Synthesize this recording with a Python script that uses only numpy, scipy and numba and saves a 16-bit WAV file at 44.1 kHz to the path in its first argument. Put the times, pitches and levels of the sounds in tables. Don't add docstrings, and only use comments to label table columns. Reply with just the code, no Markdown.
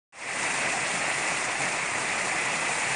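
import sys
import numpy as np
from scipy import signal
from scipy.fft import rfft, irfft
from scipy.io import wavfile
from scipy.ndimage import uniform_filter1d
from numba import njit

SR = 44100
rng = np.random.default_rng(int(sys.argv[2]) if len(sys.argv) > 2 else 0)


def attenuation_scalar(level_db):
    decades = np.asarray(level_db, float) / 20
    return 10 ** decades


def transcribe(u):
    v = np.clip(np.atleast_2d(u).T, -1, 1)
    q = np.round(v * 32767).astype(np.int16)
    wavfile.write(sys.argv[1], SR, q)


N = 130095

# time in seconds, level in dB.
CHURN_LEVEL = [(0.5, -28), (1.38, -28), (1.59, -30), (1.6, -27.5), (1.78, -28), (2.81, -28), (2.87, -29),
               (2.95, -26.5)]
# time in seconds, level in dB.
SPRAY_FALL = [(0.12, -1.5), (0.25, -0.5), (0.4, 0), (0.9, 0), (1.4, .5), (1.75, -0.5), (1.9, -1.5),
              (2.1, -0.5), (2.3, -0.5), (2.95, .5)]
# frequency in Hz, level in dB per Hz.
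WATER_COLOUR = [(18, -62), (30, -38), (70, -27), (130, -4), (200, -4), (508, -2.5), (620, 0.5), (732, 3),
                (1600, -2.5), (2080, -43), (3520, -120)]
# frequency in Hz, level in dB per Hz.
FOAM_COLOUR = [(1100, -25), (1450, -12.5), (1700, -4.5), (1900, 0), (2300, -1.5), (2600, -1.5), (2850, -10),
               (3500, -23.5)]
# frequency in Hz, level in dB per Hz.
SPRAY_COLOUR = [(2600, -31), (3200, -2.5), (4800, -3), (6400, -1.5), (7200, 1.5), (7800, -1), (9200, 1.5),
                (10700, -16.5)]
# births per second, lowest pitch in Hz,
# highest pitch in Hz, length in cycles, pitch slide as a share of the pitch, size spread in dB, level in dB.
BIG_GLUGS = (69, 115, 456, 21.5, -1.2, 4, -25)
MIDDLE_BUBBLES = (451.5, 582.5, 1375, 11.0, 0.3, 3.5, -12.5)
SMALL_FROTH = (1508.5, 1747, 2753.5, 13.5, 0.07, 3.0, -6)
# start in seconds, peak level in dB, pitch in Hz.
BLADE_SLAPS = [(0.44, -25, 950), (0.658, -26.5, 753), (0.77, -22.5, 736), (1.241, -24, 693),
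               (1.319, -19, 697), (1.424, -21, 654), (1.497, -22, 974), (1.605, -14.5, 810),
               (1.809, -27.5, 872), (1.889, -23.5, 735), (2.019, -23, 807), (2.434, -27, 1010),
               (2.543, -24.5, 634), (2.693, -17, 724), (2.789, -26, 880)]
# start in seconds, peak level in dB, pitch in Hz.
FLOAT_SURGES = [(0.32, -47, 191), (0.511, -47.5, 142), (0.758, -40.5, 142), (0.909, -39.5, 178),
                (1.13, -42.5, 146), (1.29, -42, 156.4), (1.43, -48.5, 124.6), (1.584, -38, 134.7),
                (1.955, -47, 129), (2.202, -39.5, 188.7), (2.527, -38.5, 169), (2.675, -40.5, 141.3),
                (2.852, -42, 137)]
# time in seconds, level in dB.
WHINE_LEVEL = [(0.45, -42.5), (0.7, -38.5), (0.95, -46.5), (1.2, -40.5), (1.45, -45.5), (1.7, -50.5),
               (1.95, -41), (2.15, -46), (2.4, -39), (2.6, -38), (2.8, -47), (2.95, -59)]
# frequency in Hz, step over the usual strength in
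# dB.
ROUNDING = [(300, -14), (2800, -6), (3300, 2), (5000, 2), (7000, 0), (9200, 0), (9700, 9), (10500, 12.5)]


def rms_one(x):
    return x / np.sqrt(np.mean(x ** 2) + 1e-20)


def curve(rows):
    seconds, level = np.transpose(rows)
    return np.interp(np.arange(N) / SR, seconds, level)


def drift(rate_hz):
    r = np.exp(-80 * np.pi * rate_hz / SR)
    settle = 2000
    slow = signal.lfilter([1], [1, -2 * r, r * r], rng.standard_normal(N // 40 + settle + 2))[settle:]
    return np.interp(np.arange(N) / 40, np.arange(len(slow)), rms_one(slow))


def rumble():
    return attenuation_scalar(-41.5) * drift(25.0)


def gearbox():
    whine_hz, shaft_hz, hum_hz = 2006, 26, 319.7
    t = np.arange(N) / SR
    turn = 2 * np.pi * whine_hz * t + 0.65 * drift(1.8)
    side = attenuation_scalar(-17) * np.sin(turn + 2 * np.pi * shaft_hz * t)
    whine = attenuation_scalar(curve(WHINE_LEVEL)) * (np.sin(turn) + side)
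    hum = attenuation_scalar(-57.5 + 1.7 * drift(4.6)) * np.sin(2 * np.pi * hum_hz * t)
    return np.sqrt(2) * (whine + hum)


def surges():
    level_db, rise_s = -1.5, 0.025
    t = np.arange(N) / SR
    out = np.zeros(N)
    for start, db, hz in FLOAT_SURGES:
        age = np.clip(t - start, 0, None) / rise_s
        swell = age * np.exp(1 - age)
        out += attenuation_scalar(db + level_db) * swell * np.sin(2 * np.pi * hz * (t - start))
    return out


def rush(colour_table, shared_db):
    points = np.array(colour_table)
    hz = np.maximum(np.arange(N // 2 + 1) * SR / N, 1)
    colour_db = np.interp(np.log(hz), np.log(points[:, 0]), points[:, 1], left=-200, right=-200)
    colour = attenuation_scalar(colour_db)
    noise = rfft(rng.standard_normal(N)) * colour
    common_db = shared_db - 0.15 * drift(2.0)
    out = np.zeros(N)
    for centre in np.arange(9, 28) / 2:
        share = np.clip(1 - 2 * np.abs(np.log2(hz) - centre), 0, 1)
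        if np.max(share * colour) > 1e-6:
            flicker_db = 1.3 * drift(19.0)
            out += irfft(noise * share, N) * attenuation_scalar(common_db + flicker_db)
    return rms_one(out)


def spray(shared_db):
    return attenuation_scalar(curve(SPRAY_FALL) - 6) * rush(SPRAY_COLOUR, shared_db)


@njit
def add_rings(out, start, hz, size, cycles, slide, sr):
    for k in range(len(start)):
        length = int(cycles * sr / hz[k])
        phase = 0.0
        for i in range(min(length, len(out) - start[k])):
            phase += 2 * np.pi * hz[k] * (1 + slide * i / length) / sr
            out[start[k] + i] += size[k] * np.sin(phase) * np.exp(-5 * i / length)


def bubbles(family, shared_db):
    per_s, low_hz, high_hz, cycles, slide, spread_db, level_db = family
    chance, pitch, luck, side = rng.random((4, N))
    births_per_s = per_s * attenuation_scalar(2 * shared_db + 3 * drift(6.0))
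    born = np.flatnonzero(chance < births_per_s / SR)
    hz = low_hz * (high_hz / low_hz) ** pitch[born]
    size = attenuation_scalar(-spread_db * np.log(np.maximum(luck[born], 0.01)))
    size = size * np.sign(side[born] - 0.5)
    out = np.zeros(N)
    add_rings(out, born, hz, size, cycles, slide, float(SR))
    return attenuation_scalar(level_db) * rms_one(out)


def churned_water(shared_db):
    water = attenuation_scalar(-5) * rush(WATER_COLOUR, shared_db)
    foam = attenuation_scalar(-3.5) * rush(FOAM_COLOUR, shared_db)
    ringing = sum(bubbles(family, shared_db) for family in (BIG_GLUGS, MIDDLE_BUBBLES, SMALL_FROTH))
    return water + foam + ringing


def slaps():
    level_db, fade_60db_s = -3.5, 0.034
    t = np.arange(N) / SR
    out = np.zeros(N)
    for start, db, hz in BLADE_SLAPS:
        fade_db = -60 * np.clip(t - start, 0, 1) / fade_60db_s
        out += attenuation_scalar(db + level_db + fade_db) * (t >= start) * np.sin(2 * np.pi * hz * (t - start))
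    return out


def blade_beat():
    blades_per_s, swing_db = 29, 0.49
    blade = np.cumsum(blades_per_s * (1 + 0.04 * drift(2.0))) / SR
    saw = 1 - 2 * (blade % 1)
    return swing_db * np.sqrt(3) * saw + 0.12 * drift(4.6)


def scene():
    shared_db = blade_beat()
    background = rumble() + gearbox() + surges()
    churning = attenuation_scalar(curve(CHURN_LEVEL) - 1.0) * (spray(shared_db) + churned_water(shared_db))
    mono = background + churning + slaps()
    return np.array([mono, mono])


def round_tones(x, size=1024):
    top_hz, wobble_db, easing_db = 10570, 1.4, 4.5
    n, k, points = np.arange(2 * size), np.arange(size), np.array(ROUNDING)
    window = np.sin(np.pi * (n + 0.5) / (2 * size))
    tones = window * np.cos(np.pi / size * np.outer(k + 0.5, n + 0.5 + size / 2))
    frames = N // size + 2
    where = np.arange(frames)[:, None] * size + n
    padded = np.concatenate([np.zeros(size), x, np.zeros(3 * size)])
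    lines = padded[where] @ tones.T
    hz = (k + 0.5) * SR / (2 * size)
    usual = np.sqrt(uniform_filter1d(np.mean(lines ** 2, axis=0), size=15) + 1e-20)

    treble_hz = points[-3, 0]
    by_frame = rng.standard_normal((frames, 1))
    by_band = uniform_filter1d(rng.standard_normal((frames, size // 8)), 3, axis=0)
    wobble = by_frame + 2.2 * np.repeat(by_band, 8, axis=1) * (hz < treble_hz)
    easing = np.linspace(0.5, -0.5, frames)[:, None] * (hz > treble_hz)
    step_db = np.interp(hz, points[:, 0], points[:, 1]) + wobble_db * wobble + easing_db * easing
    step = usual * attenuation_scalar(step_db)

    rounded = np.sign(lines) * np.floor(np.abs(lines) / step + 0.4) * step * (hz < top_hz)
    out = np.zeros(len(padded))
    np.add.at(out, where, rounded @ tones * 2 / size)
    return out[size:size + N]


def roll_off(x):
    return signal.sosfilt(signal.butter(12, 10810, fs=SR, output="sos"), x)


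def record(dry):
    low_cut_hz, ceiling, offset = 95, 0.35, 0.0006
    start_s, fade_s, fade_from = 0.1238, 0.32, 0.037
    t = np.arange(N) / SR
    cut = signal.sosfilt(signal.butter(3, low_cut_hz, "high", fs=SR, output="sos"), dry[0])
    limited = ceiling * np.tanh(cut / ceiling)
    fade = np.clip(fade_from + (t - start_s) / fade_s, 0, 1) * (t >= start_s)
    mono = (round_tones(limited) + offset) * fade
    return roll_off(np.array([mono, mono]))


dry = scene()
out = record(dry)
transcribe(out)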